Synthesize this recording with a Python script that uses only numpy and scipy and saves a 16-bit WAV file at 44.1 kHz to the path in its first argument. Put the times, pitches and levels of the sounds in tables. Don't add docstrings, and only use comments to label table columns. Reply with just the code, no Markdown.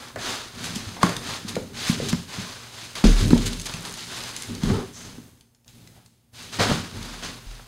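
import sys
import numpy as np
from scipy import signal
from scipy.fft import rfft, irfft, next_fast_len
from scipy.io import wavfile
from scipy.ndimage import uniform_filter1d, map_coordinates

SR = 44100
rng = np.random.default_rng(int(sys.argv[2]) if len(sys.argv) > 2 else 0)


def wav_record(signal):
    frames = np.transpose(np.atleast_2d(signal))
    bounded = np.clip(frames, -1, 1)
    quanta = np.round(bounded * 32767).astype(np.int16)
    wavfile.write(sys.argv[1], SR, quanta)


N = 338247

# (f/Hz, level/dB)
ROOM_TONE_EQ = [(15, -48.5), (25, -17.5), (66, -7), (122, -4), (188, -17), (703, -24), (871, -22.5),
                (1020, -28), (4150, -32.5), (15500, -30.5)]
# (f/Hz, level/dB)
HUM_PARTIALS = [(118.4, -56), (236, -60.5)]
# (f/Hz, t60/s)
ROOM_DECAY = [(100, 0.096), (260, 0.2), (700, 0.26), (3000, 0.27), (12000, 0.66)]
# (f/Hz, width/Hz, level/dB)
BOX_MODES = [(105, 28, 3.5), (172.8, 11, 4.5), (230, 18, 3), (265.5, 25, -2.5), (314, 36, -15),
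             (394.2, 15, -2.5), (484, 68, -14)]
# (f/Hz, width/Hz, level/dB)
MIC_RIPPLES = [(5670, 200, -4), (6280, 320, 2.5), (8060, 180, -1.5), (11400, 300, -1.5), (15730, 2500, -4)]

# (f/Hz, level/dB)
HISS_EQ = [(700, -35), (1500, -7), (2300, -3.5), (3800, 0), (5000, -2), (7000, -7), (9000, -18),
           (12000, -48.5)]
FIZZ_EQ = [(5000, -34), (8000, -4.5), (9800, -5), (12000, -12), (16000, -16)]
CARD_EQ = [(120, -23.5), (280, -0.5), (430, -2), (720, -2), (1080, 0.5), (1600, -1), (2300, -7.5),
           (4000, -32.5)]
JUDDER_EQ = [(60, -3), (200, -2), (700, 4.5), (1200, -2.5), (2200, -7.5), (4500, -5.5), (7000, -27),
             (10000, -30.5), (16000, -44.5)]
SNAP_EQ = [(300, -15), (1200, -5.5), (3800, 5), (7000, 1), (11000, -7.5), (16000, -21)]
# (f/Hz, level/dB)
BRUSH_EQ = [(3500, -47), (5300, -9), (6300, -5), (6900, -10), (7700, -11.5), (11000, -33.5)]
WRAPPER_EQ = [(800, -22.5), (2500, -5.5), (6000, 0.5), (9500, 1), (12000, -6.5), (16000, -17)]
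SUB_BASS_EQ = [(15, -17.5), (37, 6.5), (55, -14.5), (90, 7), (150, -27), (400, -68)]

# (t/s, rise/s, fall/s, level/dB)
BRUSHES = [(4.925, 0.043, 0.123, -45)]
# (t/s, relative level/dB)
WRAPPER_FADER = [(2.9, -78), (3.1, -40.5), (3.55, -45.5), (3.9, -45), (4.42, -46.5), (4.9, -60.5),
                 (4.98, -49.5), (5.42, -70)]
# (t/s, relative level/dB, f/Hz)
SNAPS = [(0.0834, -30, 3380), (0.159, -26, 1760), (0.6418, -14, 1550), (0.7577, -15, 3300),
         (1.03, -6, 1480), (1.0644, -20, 1900), (1.0927, -15.5, 1670), (1.1657, -12.5, 3660),
         (1.5546, -14.5, 1840), (2.128, -13, 1720), (2.9537, -17, 2170), (3.041, -13, 3460),
         (3.211, -19.5, 4650), (3.305, -16.5, 4070), (3.3774, -15.5, 3350), (3.5314, -17, 4040),
         (3.5973, -19, 6450), (3.6172, -17, 7600), (3.7383, -17, 2650), (3.8508, -19, 4170),
         (3.8714, -22, 6080), (3.9396, -19.5, 4200), (4.2367, -20, 4920), (4.364, -14.5, 7100),
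         (4.4218, -16, 8800), (4.433, -21, 2150), (4.5501, -19.5, 4630), (4.6342, -20, 3290),
         (5.409, -36.5, 4730), (5.548, -44, 5300), (5.6453, -46, 4470), (5.679, -32.5, 5400),
         (5.8737, -33, 2010), (6.0603, -37, 4350), (7.0279, -23, 4220)]
# (t/s, rise/s, fall/s, level/dB)
PUSHES = [(.14, 0.053, 0.064, -39.5), (.53, 0.061, 0.89, -40), (1.03, 0.067, .25, -37),
          (1.44, 0.14, 0.2, -38), (1.88, .18, 0.15, -31.5), (2.33, 0.076, 0.086, -42.5),
          (3.038, 0.023, 0.072, -20), (3.18, .09, 0.2, -22.5), (3.69, 0.062, 0.71, -44.5),
          (4.47, 0.046, 0.2, -35.5), (4.62, 0.1, 0.086, -22), (4.95, 0.18, 0.16, -45),
          (5.68, 0.15, 0.27, -55.5), (6.34, 0.16, 0.24, -50.5), (6.56, 0.13, 0.11, -25.5),
          (6.925, 0.024, 0.18, -36), (7.22, 0.036, 0.16, -44)]
# (t/s, level/dB, f/Hz, decay/s)
JOLTS = [(3.045, -5, 36.6, 0.12), (3.335, -15.5, 37.7, 0.11), (4.645, -21, 36.7, 0.063),
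         (6.96, -35.5, 39.8, 0.21), (7.462, -28.5, 38.8, 0.072)]
# (t/s, length/s, level/dB, f/Hz)
GROANS = [(3.346, 0.037, -27, 329), (4.694, 0.15, -32.5, 423), (4.78, 0.1, -39, 404)]
# (t/s, length/s, level/dB, slip rate/Hz)
JUDDERS = [(1.039, 0.13, -33.5, 300), (6.592, 0.05, -22, 480), (6.634, 0.078, -37, 260),
           (6.695, 0.054, -26.5, 240), (7.222, 0.032, -45, 280)]
# (t/s, relative level/dB, length/s)
SCUFFS = [(0.637, -19, 0.051), (0.75, -21, 0.046), (1.48, -18.5, 0.038), (1.875, -13.5, 0.057),
          (2.085, -12, 0.03), (3.457, -11.5, 0.038), (3.656, -13.5, 0.022)]
# (t/s, level/dB, f/Hz, ring length/cycles, room send/dB, clack mix/dB)
KNOCKS = [(0.1598, -25, 630, 9.2, -1, 1), (0.642, -29.5, 172, 8.7, -1, -8),
          (0.761, -21.5, 212, 13, -15, -22.5), (0.863, -29, 91.5, 14, -5, -26.5),
          (0.967, -27.5, 760, 6.3, 3.5, -4), (1.0315, -2.5, 1100, 11.6, -10, -6),
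          (1.035, -9, 170, 5.4, -5.5, -24), (1.041, -14.5, 308, 6.2, 0, -20.5),
          (1.448, -24, 203, 6.7, -14, -18), (1.5658, -15, 484, 9.8, -4.5, -9.5),
          (1.572, -21.5, 198, 6.5, -6, -22), (1.896, -8, 188, 6.3, -8, -36), (2.0, -17, 470, 8.8, -3, -15),
          (2.018, -21.5, 129, 7.2, -7, -25), (2.13, -10, 182, 8.3, -4, -10.5),
          (2.384, -22.5, 160, 2.7, 0, -22), (3.0395, -4, 217, 12, -9, -9.5),
          (3.052, -8, 387, 4.5, -3, -25.5), (3.215, -17, 101, 6.6, 0.5, -16.5),
          (3.253, -17, 109, 5.2, -6, -33), (3.307, -13.5, 281, 17, -6, -6.5),
          (3.3311, 2, 222, 2.4, -6, -21), (3.357, -15.5, 275, 4, -1, -22.5),
          (3.74, -27, 160, 9.6, -7, -6.5), (4.495, -30.5, 272, 5.3, 7, -19),
          (4.634, -12.5, 194, 9.2, -14.5, -14), (4.699, -10, 192, 8.7, -7.5, -11.5),
          (5.182, -32, 254, 11, -2, -9.5), (5.964, -47, 800, 6, 4, -10), (6.714, -14, 165.5, 11, -12, -5.5),
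          (7.5952, -34.5, 740, 4.4, -9, -2)]
# (t/s, rise/s, fall/s, hiss level/dB, rasp level/dB)
STROKES = [(0, 0.0033, 0.13, -43.5, -43.5), (.17, 0.13, 0.14, -31.5, -34), (.53, 0.17, 0.31, -37.5, -42),
           (1.007, 0.036, 0.12, -34.5, -30.5), (1.21, 0.12, 0.081, -33.5, -37.5),
           (1.45, 0.067, 0.093, -39, -42.5), (1.62, 0.079, 0.14, -54, -56),
           (1.729, 0.16, 0.098, -30, -36.5), (1.97, 0.12, 0.13, -35, -42), (2.271, 0.083, 0.32, -37.5, -41),
           (2.69, 0.16, 0.11, -40.5, -46.5), (2.951, .012, 0.1, -34.5, -37.5),
           (3.039, 0.0095, 0.091, -26.5, -32), (3.13, 0.078, 0.099, -31, -37),
           (3.29, 0.078, 0.27, -35.5, -42.5), (3.655, 0.016, 0.2, -37.5, -40),
           (3.82, 0.057, 0.081, -40, -41), (3.93, 0.073, 0.15, -38, -46.5), (4.07, 0.079, 0.4, -36.5, -41),
           (4.6, 0.1, .13, -37.5, -38.5), (4.93, 0.11, .14, -46, -49), (5.677, .008, .3, -58, -68.5),
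           (5.9, 0.072, .06, -62, -61), (6.33, 0.076, 0.27, -42.5, -51.5), (6.519, .025, 0.18, -35.5, -41),
           (6.585, .025, 0.098, -25.5, -23.5), (6.68, 0.022, 0.13, -32, -33.5),
           (6.87, .24, 0.24, -41.5, -44.5), (7.222, 0.017, 0.08, -34, -37.5),
           (7.39, 0.14, 0.21, -49.5, -53.5)]


def amp(db):
    return 10 ** (np.asarray(db) / 20)


def unit(x):
    return x / np.sqrt(np.mean(x ** 2) + 1e-20)


def along(points, hz):
    freqs, values = np.transpose(points)
    return np.interp(np.log(hz + 1), np.log(freqs + 1), values)


def wobble(rate):
    return map_coordinates(rng.standard_normal(4096), [np.arange(N) * rate / SR], mode="wrap")


def colour(x, gain):
    size = 2 * next_fast_len(len(x) // 2 + 4096)
    cepstrum = irfft(np.log(np.maximum(gain(np.fft.rfftfreq(size, 1 / SR)), 1e-6)))
    cepstrum[1:size // 2] *= 2
    cepstrum[size // 2 + 1:] = 0
    return irfft(rfft(x, size) * np.exp(rfft(cepstrum)))[:len(x)]


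def shaped(x, eq):
    return unit(colour(x, lambda hz: amp(along(eq, hz))))


def add(track, start, x):
    first = max(round(start * SR), 0)
    track[first:first + len(x)] += x[:max(N - first, 0)]


def grains(rate, spread_db, smooth):
    slips = (rng.random(N) < rate / SR) * rng.standard_normal(N)
    slips *= amp(spread_db * rng.standard_normal(N))
    return np.sqrt(1 - smooth) * unit(slips) + np.sqrt(smooth) * rng.standard_normal(N)


def swells(moves):
    power, t = np.zeros(N), np.arange(3 * SR // 2) / SR
    for start, rise, fall, db in moves:
        gather = np.sin(np.pi / 2 * np.clip(t / rise, 0, 1)) ** 0.85
        run_out = np.exp(-np.maximum((t - rise) / fall, 0) ** 1.27)
        add(power, start, (amp(db) * gather * run_out) ** 2)
    return np.sqrt(power)


def room_tone():
    t = np.arange(N) / SR
    hum = sum(amp(db + wobble(2.3)) * np.sqrt(2) * np.sin(2 * np.pi * hz * t) for hz, db in HUM_PARTIALS)
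    return hum + amp(-53) * shaped(rng.standard_normal(N), ROOM_TONE_EQ)


def noise_gate(key, threshold_db=-57.5, depth_db=-13, window_s=0.044):
    power = np.abs(uniform_filter1d(key ** 2, int(window_s * SR)))
    shut = 1 / (1 + (power / amp(threshold_db) ** 2) ** 2)
    return amp(depth_db * shut)


def reverb(x, predelay_s=0.0054):
    hz, t, spectrum = signal.stft(rng.standard_normal(SR // 2), SR, nperseg=256)
    decay = amp(-60 * t / along(ROOM_DECAY, hz)[:, None])
    tail = signal.istft(spectrum * decay, SR, nperseg=256)[1]
    wet = signal.fftconvolve(x, np.pad(tail, (int(predelay_s * SR), 0)))[:len(x)]
    return unit(wet) * np.std(x)


def box_resonance(hz):
    modes = (amp(db) * hz * width / (centre ** 2 - hz ** 2 + 1j * hz * width)
             for centre, width, db in BOX_MODES)
    return np.sqrt(sum(np.abs(mode) ** 2 for mode in modes))


def sleeve_brushes():
    return swells(BRUSHES) * shaped(rng.standard_normal(N), BRUSH_EQ)


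def wrapper_crinkle():
    t = np.arange(N) / SR
    times, levels_db = np.transpose(WRAPPER_FADER)
    fader = amp(np.interp(t, times, levels_db) - 3) * (t > times[0]) * (t < times[-1])
    return fader * shaped(grains(rate=420, spread_db=0.5, smooth=0.02), WRAPPER_EQ)


def snaps():
    out, t = np.zeros(N), np.arange(SR // 4) / SR
    burst = (1 - np.exp(-t / 0.00034)) * np.exp(-t / 0.0026)
    pivot_hz = 3000
    for start, db, hz in SNAPS:
        tilt_db_per_octave = 1.8 * np.log2(hz / pivot_hz)
        tilted_eq = [(f, level + tilt_db_per_octave * np.log2(f / pivot_hz)) for f, level in SNAP_EQ]
        crack = shaped(rng.standard_normal(len(t)) * burst, tilted_eq)
        ping = unit(np.sin(2 * np.pi * hz * t) * burst)
        snap = crack + 0.5 * ping
        snap *= amp(db - 4) / np.abs(snap).max()
        add(out, start, snap + amp(-5) * reverb(snap))
    return out


def handling_rumble(rasp_gain, shake_db=-9, low_cut_hz=60, high_cut_hz=650):
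    force = np.hypot(swells(PUSHES), amp(shake_db) * rasp_gain)
    friction = grains(rate=400, spread_db=2, smooth=0.7)
    rumble = colour(friction, lambda hz: box_resonance(hz)
                    / (1 + (hz / high_cut_hz) ** 4) / (1 + (low_cut_hz / (hz + 1)) ** 4))
    sub_bass = shaped(rng.standard_normal(N), SUB_BASS_EQ)
    return force * (unit(rumble) + amp(-10) * sub_bass)


def desk_thumps():
    out, t = np.zeros(N), np.arange(SR) / SR
    for start, db, hz, decay in JOLTS:
        envelope = (1 - np.exp(-t / 0.014)) * np.exp(-t / decay)
        add(out, start, -amp(db) * envelope * np.sin(2 * np.pi * hz * t))
    return out


def foam_groans():
    out = np.zeros(N)
    for start, length, db, hz in GROANS:
        progress = np.linspace(0, 1, int(length * SR))
        pitch = hz * amp(0.8 * wobble(179.3)[:len(progress)])
        phase = 2 * np.pi * np.cumsum(pitch) / SR
        chatter = np.sin(phase) + amp(-11.5) * np.sin(2 * phase) + amp(-13) * np.sin(3 * phase)
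        pressure = np.abs(np.sin(np.pi * progress ** 0.55)) * amp(2.5 * wobble(120)[:len(progress)])
        add(out, start, amp(db) * unit(chatter * pressure))
    return out + amp(-10.5) * reverb(out)


def foam_judders():
    force = np.zeros(N)
    for start, length, db, rate in JUDDERS:
        progress = np.linspace(0, 1, int(length * SR))
        cycles = np.cumsum(rate * amp(2.1 * wobble(200)[:len(progress)])) / SR
        slips = unit(0.4 + np.exp(-(cycles % 1) / 0.3))
        pressure = np.sqrt(np.abs(np.sin(np.pi * progress ** 0.38)))
        add(force, start, amp(db) * slips * pressure)
    rasp = shaped(force * rng.standard_normal(N), JUDDER_EQ)
    return rasp * np.sqrt(np.mean(force ** 2))


def foam_scuffs():
    envelope, t = np.zeros(N), np.arange(N) / SR
    for start, db, length in SCUFFS:
        progress = np.clip((t - start) / length, 0, 1)
        envelope += amp(db - 15.5) * np.sin(np.pi * np.sqrt(progress))
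    spray = shaped(grains(rate=2500, spread_db=2, smooth=0.5), SNAP_EQ)
    fizz = shaped(grains(rate=1600, spread_db=4, smooth=0.42), FIZZ_EQ)
    return envelope * (spray + amp(-12.5) * fizz)


def box_knocks():
    out, t = np.zeros(N), np.arange(SR // 2) / SR
    for start, db, hz, ring_cycles, room_db, clack_db in KNOCKS:
        cycles = hz * t
        attack = 1 - np.exp(-(cycles / 0.66) ** 2)
        swing = np.sin(2 * np.pi * cycles) * attack * amp(-60 * cycles / ring_cycles)
        clack = shaped(rng.standard_normal(len(t)) * np.exp(-t / 0.0055), CARD_EQ)
        blow = amp(db) * (swing / np.abs(swing).max() + amp(clack_db) * clack / np.abs(clack).max())
        ring = colour(reverb(blow), lambda f: box_resonance(f) + 0.51)
        add(out, start, blow + amp(room_db) * np.std(blow) * unit(ring))
    return out


def foam_slide(hiss_gain, rasp_gain):
    grip_db = 0.86 * wobble(70) + 0.52 * wobble(22)
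    hiss = hiss_gain * shaped(grains(rate=2000, spread_db=3, smooth=0.8), HISS_EQ)
    fizz_gain = amp(-49) * (hiss_gain / amp(-38)) ** 0.81
    fizz = fizz_gain * shaped(grains(rate=1000, spread_db=3, smooth=0.65), FIZZ_EQ)
    rasp = rasp_gain * shaped(grains(rate=1200, spread_db=2, smooth=0.7), CARD_EQ)
    return amp(grip_db) * (hiss + fizz + rasp)


def scene():
    hiss_gain = swells([(*timing, hiss_db) for *timing, hiss_db, _ in STROKES])
    rasp_gain = swells([(*timing, rasp_db) for *timing, _, rasp_db in STROKES])
    rubbing = foam_slide(hiss_gain, rasp_gain) + handling_rumble(rasp_gain)
    rubbing += foam_scuffs() + foam_judders() + foam_groans() + sleeve_brushes()
    action = rubbing + box_knocks() + snaps() + wrapper_crinkle() + desk_thumps()
    return (action + noise_gate(action) * room_tone())[None]


def record(dry):
    ceiling, top_hz = 0.95, 15780
    rippled = colour(dry[0], lambda f: amp(sum(db * np.exp(-((f - hz) / width) ** 2)
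                                               for hz, width, db in MIC_RIPPLES)))
    rounded = rippled / (1 + np.abs(rippled / ceiling) ** 8) ** (1 / 8)
    size = next_fast_len(N + SR // 4)
    passband = np.fft.rfftfreq(size, 1 / SR) < top_hz
    return irfft(rfft(rounded, size) * passband, size)[None, :N]


dry = scene()
out = record(dry)
wav_record(out)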